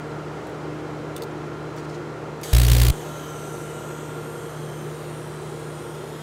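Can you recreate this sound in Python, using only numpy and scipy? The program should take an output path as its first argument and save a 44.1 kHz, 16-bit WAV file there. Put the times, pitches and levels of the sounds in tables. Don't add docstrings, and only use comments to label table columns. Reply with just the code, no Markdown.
import sys
import numpy as np
from scipy import signal
from scipy.fft import rfft, irfft
from scipy.io import wavfile
from scipy.ndimage import uniform_filter1d, map_coordinates

SR = 44100
rng = np.random.default_rng(int(sys.argv[2]) if len(sys.argv) > 2 else 0)


def dump(signal):
    limited = np.clip(np.atleast_2d(signal).T, -1, 1)
    pcm = np.round(limited * 32767).astype(np.int16)
    wavfile.write(sys.argv[1], SR, pcm)


def magnitude_from_level(level_db):
    exponent = np.asarray(level_db, float) / 20
    return 10 ** exponent


N = 274302

# time_s, rise_db
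FLARES = [(2.551, 2.5), (2.718, 2), (2.82, 1.5)]
# freq_hz, density_db_per_hz
GAS_FAR = [(1180, -24), (2000, -21), (2340, -7.5), (3270, 1), (4900, -22), (6080, -4.5), (8440, -4.5),
           (10600, -21), (12100, -6.5), (15700, -23)]
GAS_NEAR = [(1180, -14), (2000, 3), (2140, -20), (2570, -4.5), (3240, -0.5), (5340, -7.5), (9120, -2),
            (10100, -6.5), (13400, -12), (15700, -21)]
# time_s, closeness_0_to_1
NEARNESS = [(2.47, 0.84), (3.0, .65), (3.7, 0.43), (5.6, 0.92), (6.22, 1)]
# start_s, length_s, start_hz, level_db
GLINTS = [(2.96, 0.62, 6400, 6.5), (2.86, .5, 7700, 3), (2.9, .35, 12200, 5), (3.1, .35, 10100, 5),
          (3.3, 0.68, 8660, 8), (3.3, .65, 13500, 6), (3.3, .55, 11900, 4), (3.45, .45, 10000, 13),
          (3.5, .6, 7100, 8.5), (3.95, 0.53, 8700, 7.5), (4.2, 0.67, 6500, 9.5), (4.1, .6, 11400, 7),
          (4.15, .55, 12900, 6), (4.4, .5, 8850, 4), (4.7, .6, 13800, 7), (4.78, 1.15, 9530, 7),
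          (4.85, .55, 8950, 5.5), (5.06, .8, 10900, 6), (5.6, .5, 6500, 5), (5.4, .55, 8900, 3),
          (5.5, .6, 13900, 6), (4.6, 1.4, 3830, 3), (5.75, 0.68, 3350, 5.5), (3, .55, 11000, -8),
          (4.9, .9, 10600, -9), (4.3, .7, 12100, -3), (3.9, 1.4, 15300, -5), (2.7, .2, 8800, -9)]
# extra_path_m, growth_m_per_s, share
ECHOES = [(.21, .012, 0.11), (.43, 0.0305, 0.12), (.66, .05, .2), (.95, 0.0586, .15)]
# freq_hz, level_db
TICK_COLOUR = [(1500, -28), (3000, 0.5), (5000, -1), (9000, 1.5), (10700, -5), (13000, -1), (16000, -5)]
# freq_hz, level_db, t60_s
HOSE_CLIP = [(13000, -2, .035), (8500, -8, 0.048)]
SWITCH_DOWN = [(2800, -1, .03), (3540, -1.5, 0.055), (6360, -7, .04), (9000, 1, 0.031)]
SWITCH_UP = [(3700, -1, 0.026), (4450, 1.5, 0.028), (4860, -4.5, .023), (6500, -16, .06), (8500, -7, .03),
             (13300, -8, .04)]
VALVE = [(2230, -4, 0.13), (4780, -2, .06), (6600, 0, 0.068), (13000, -6, 0.051)]
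# time_s, peak_db, crack_to_ring_db
TAPS = [
    (HOSE_CLIP, [(.469, -55, 12), (.485, -64, 6), (.493, -51, 3), (.763, -55, -3), (1.763, -50, 9), (2.413, -40, 5)]),
    (SWITCH_DOWN, [(1.1635, -30, 5), (1.178, -38, 4)]),
    (SWITCH_UP, [(1.2208, -28, -1), (1.234, -35, 2)]),
    (VALVE, [(2.427, -48, -8), (2.4327, -29, 5)]),
]
# start_s, length_s, level_db
RUBS = [(1.755, 0.068, -48), (1.81, 0.063, -53.5), (1.872, 0.058, -51), (1.909, 0.077, -50.5)]
# time_s, change_db
LURCHES = [(.47, -11), (.85, -4), (1.9, 3), (2.2, -4.5), (4.9, 3), (5.85, -6)]
# start_s, length_s, level_db
WHINES = [(.03, 0.32, -47), (1.08, 1.8, -48.5), (3.068, 1.5, -43)]
# multiple, level_db
FAN_ORDERS = [(3, -44.5), (8, -56.5), (9, -60.5), (11, -70), (12, -54.5), (14, -64), (17, -72), (18, -64),
              (27, -69)]
# freq_hz, width_hz, level_db, steadiness_0_to_1
DRONES = [(120.6, 1.9, -49, 1), (225.6, 1.9, -56, 0.9), (459, 17, -45, 0.42), (603, 6.6, -59, 0.34),
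          (4045, 19, -67.5, 0.34)]
# freq_hz, density_db_per_hz
SHOP_COLOUR = [(20, -34), (60, -32.5), (95, -32), (135, -9), (200, -15.5), (270, -14), (330, -9.5),
               (480, -11.5), (620, -13.5), (1350, -20.5), (1600, -23), (4000, -37.5), (7100, -41),
               (16000, -60)]
# freq_hz, width_hz, level_db
SHOP_HOLLOWS = [(377, 41, -47), (414, 46, -46.5), (488.7, 26, -50), (1320, 204, -50.5)]
# freq_hz, density_db_per_hz
STAGE_HISS = [(7000, -25), (9500, -2), (11000, 0), (16000, 0)]

MAINS_HZ, MAINS_ZERO_S, STARTER_ON_S, STARTER_OFF_S = 59.95, 2.5306, 2.5306, 2.9058
POINTED = 0.5
WEAK_DB, COLD_DB, WARM_S = -11, -28, 0.028
FLARE_S = 0.015
VALVE_S, FLOW_DB, SURGE_DB, SURGE_S = 2.4325, -50.5, 12.5, 0.97
GLINT_SLIDE_PER_S, GLINT_WIDTH_HZ = 0.068, 190
PUMP_HZ, FAN_HZ, WHINE_HZ = 75.95, 116.8, 1372
SECOND_DB, SECOND_SWAY_DB, LURCH_S = -39, 0.93, 0.053
FOURTH_DB, FOURTH_SWAY_DB, FOURTH_SINK_DB_PER_S = -39, 2, -2.5
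WHINE_RISE_S, WHINE_FADE_DB, WHINE_IDLE_DB = 0.036, -10, -65
RUMBLE_SINK_DB_PER_S = -0.44
STAGE_DB, EDGE_HZ = -78, 15800


def evened(x):
    return x / np.sqrt(np.mean(x ** 2) + 1e-20)


def read(points, hz):
    f, value = np.transpose(points)
    return np.interp(np.log(hz + 1), np.log(f + 1), value)


def drift(hz):
    low_pass = signal.butter(2, hz, fs=SR, output="sos")
    return evened(signal.sosfilt(low_pass, rng.standard_normal(N + SR))[SR:])


def wavering(hz, width_hz, clean):
    swing = clean + (1 - clean) * (drift(width_hz / 2) + 1j * drift(width_hz / 2))
    return evened((swing * np.exp(2j * np.pi * hz * np.arange(N) / SR)).real)


def airy(colour_db, patchy_db, wide_bins, long_frames, slide_per_s=0):
    frames, hz = N // 256 + 5, np.fft.rfftfreq(1024, 1 / SR)
    s = np.arange(frames) * 256 / SR
    real, imag, patches = rng.standard_normal((frames, 513, 3)).T
    for _ in range(2):
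        patches = uniform_filter1d(patches, max(int(wide_bins), 1), 0)
        patches = uniform_filter1d(patches, max(int(long_frames), 1), 1)
    place, frame = np.meshgrid(np.arange(513), np.arange(frames), indexing="ij")
    moved = [place * np.exp(slide_per_s * s), frame]
    patches = evened(map_coordinates(patches, moved, order=1, mode="mirror"))
    field_db = colour_db(hz, s) + patchy_db * (patches - 0.13 * patches ** 2)
    spectra = (real + 1j * imag) * magnitude_from_level(field_db)
    return evened(signal.istft(spectra, nperseg=1024, noverlap=768)[1][:N])


def starter(t):
    sine = np.sin(2 * np.pi * MAINS_HZ * (t - MAINS_ZERO_S))
    volts = (1 - POINTED) * sine + POINTED * np.arcsin(sine) * 2 / np.pi
    enough = (abs(volts) > 0.27) | (t < STARTER_ON_S + 0.002)
    live = (t > STARTER_ON_S) & (t < STARTER_OFF_S) & enough
    gap_db = 1.7 * np.tanh(drift(2500)) + 0.9 * drift(50)
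    charge = 0.985 + np.cumsum(4950 * abs(volts) * live * magnitude_from_level(-gap_db)) / SR
    at = np.flatnonzero(np.diff(np.floor(charge)))
    late = (charge[at + 1] % 1) / (charge[at + 1] - charge[at])

    flare_db = sum(db * np.exp(-((t[at] - s) / FLARE_S) ** 2) for s, db in FLARES)
    weak_db = WEAK_DB + COLD_DB * np.exp(-(t[at] - STARTER_ON_S) / WARM_S)
    weak_db = (volts[at] < 0) * (weak_db + 2.5 * drift(61)[at])
    chance_db = 3.44 * np.tanh(rng.standard_normal(N)[at])
    size = magnitude_from_level(flare_db + 0.81 * gap_db[at] + chance_db + weak_db)
    sparks = np.zeros(N + 16)
    for k in range(-7, 9):
        sparks[at + 1 + k] += size * np.sinc(k + late) * np.cos(np.pi * (k + late) / 18) ** 2

    u = np.arange(400) / SR
    snap = (u == 0) + 0.3 * np.exp(-u / 0.00018)
    keep = np.exp(-1 / (0.0021 * SR))
    lumps = signal.lfilter([1 - keep], [1, -keep], sparks)[:N]
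    return magnitude_from_level(-17.0) * np.convolve(sparks, snap)[:N] + magnitude_from_level(18.5) * lumps


def low_cut(x, *corners_hz):
    for hz in corners_hz:
        x = signal.lfilter(*signal.butter(1, hz, "high", fs=SR), x)
    return x


def gas(t):
    def colour_db(hz, s):
        near = np.clip(np.interp(s, *np.transpose(NEARNESS)), 0, 1)
        field = np.outer(read(GAS_FAR, hz), 1 - near) + np.outer(read(GAS_NEAR, hz), near)
        for start, length, from_hz, db in GLINTS:
            part = np.clip((s - start) / length, 0, 1)
            centre_hz = from_hz * (1 - GLINT_SLIDE_PER_S * length * part)
            off = (hz[:, None] - centre_hz) / GLINT_WIDTH_HZ
            field += db * np.sin(np.pi * part) ** 0.21 * np.exp(-off ** 2)
        paths = 1
        for extra_m, growth, share in ECHOES:
            delay_s = (extra_m + growth * (s - VALVE_S)) / 343
            paths = paths + share * np.exp(-2j * np.pi * np.outer(hz, delay_s))
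        return field + 20 * np.log10(abs(paths) + 0.01)

    opened = np.clip((t - VALVE_S) / 0.0022, 0, 1)
    flow_db = FLOW_DB + SURGE_DB * np.exp(-abs(t - VALVE_S) / SURGE_S)
    return magnitude_from_level(flow_db) * opened * airy(colour_db, 3.3, 5, 32, slide_per_s=0.09)


def taps():
    hz = np.fft.rfftfreq(8192, 1 / SR)
    u, out = np.arange(8192) / SR, np.zeros(N + 8192)
    for rings, ticks in TAPS:
        for s, db, crack_db in ticks:
            noise = rng.standard_normal(8192)
            crack = magnitude_from_level(crack_db) * evened(irfft(rfft(noise) * magnitude_from_level(read(TICK_COLOUR, hz))))
            sound = crack * (magnitude_from_level(-60 * u / rings[-1][2]) + magnitude_from_level(-32 - 60 * u / 0.2))
            rattle_s = np.cumsum(1 + 0.22 * uniform_filter1d(noise, 20)) / SR
            for ring_hz, ring_db, t60_s in rings:
                ring = np.sqrt(2) * np.sin(2 * np.pi * ring_hz * rattle_s)
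                sound = sound + ring * magnitude_from_level(ring_db - 60 * u / t60_s)
            out[round(s * SR):][:8192] += magnitude_from_level(db - 8.0) * np.minimum(u / 0.00062, 1) * sound
    return out[:N]


def rustle(t):
    colour = [(1500, -8), (4500, 0), (9000, -7.5), (11000, -19), (16000, -22)]  # freq_hz, level_db
    grainy = magnitude_from_level(1.8 * drift(60))
    rub = airy(lambda hz, s: read(colour, hz)[:, None], 2.5, 12, 3.5)
    push = 0
    for s, length, db in RUBS:
        push = push + magnitude_from_level(db) * np.sin(np.pi * np.clip((t - s) / length, 0, 1)) ** 2
    return push * grainy * rub


def pump(t):
    lurch_db = sum(db * np.exp(-((t - s) / LURCH_S) ** 2) for s, db in LURCHES)
    second_db = SECOND_DB + SECOND_SWAY_DB * drift(5.6) + lurch_db
    fourth_db = FOURTH_DB + FOURTH_SINK_DB_PER_S * t + FOURTH_SWAY_DB * drift(4.4)
    shaft = magnitude_from_level(-48.5 - 0.63 * t) * np.sin(2 * np.pi * PUMP_HZ * t)
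    second = magnitude_from_level(second_db) * wavering(2 * PUMP_HZ, 3.0, 0.95)
    fourth = magnitude_from_level(fourth_db) * wavering(4 * PUMP_HZ, 6.6, 0.82)
    return shaft + second + fourth


def motor_whine(t):
    load = magnitude_from_level(WHINE_IDLE_DB)
    for s, length, db in WHINES:
        rise = np.clip((t - s) / WHINE_RISE_S, 0, 1) * (t < s + length)
        load = load + rise * magnitude_from_level(db + WHINE_FADE_DB * ((t - s) / length) ** 2)
    return magnitude_from_level(-4) * load * wavering(WHINE_HZ, 4.9, 0.93)


def fan():
    return sum(magnitude_from_level(db) * wavering(k * FAN_HZ, 2.76, 0.66) for k, db in FAN_ORDERS)


def drones():
    return sum(magnitude_from_level(db) * wavering(hz, width, min(steady, 1)) for hz, width, db, steady in DRONES)


def shop(t):
    rumble = airy(lambda hz, s: read(SHOP_COLOUR, hz)[:, None], 0.4, 8, 8.4)
    hollows = sum(magnitude_from_level(db) * wavering(hz, width, 0) for hz, width, db in SHOP_HOLLOWS)
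    return magnitude_from_level(0.85 + RUMBLE_SINK_DB_PER_S * t) * (magnitude_from_level(-36.5) * rumble + hollows)


def scene():
    t = np.arange(N) / SR
    buzz = starter(t)
    air = gas(t) + taps() + rustle(t) + pump(t) + motor_whine(t) + fan() + drones() + shop(t)
    return air + np.array([low_cut(buzz, 27.8, 26, 5.9), low_cut(buzz, 24.5, 25.8, 5.6)])


def top_cut(x):
    return signal.sosfilt(signal.butter(12, 16830, fs=SR, output="sos"), x)


def record(dry):
    hiss = airy(lambda hz, s: read(STAGE_HISS, hz)[:, None], 0, 1, 1)
    noisy = dry + magnitude_from_level(STAGE_DB) * hiss * np.array([[1], [-1]])
    edge = signal.firwin(401, EDGE_HZ, window=("kaiser", 7), fs=SR)
    mix = signal.oaconvolve(noisy, edge[None], "same")
    return top_cut(mix)


dry = scene()
out = record(dry)
dump(out)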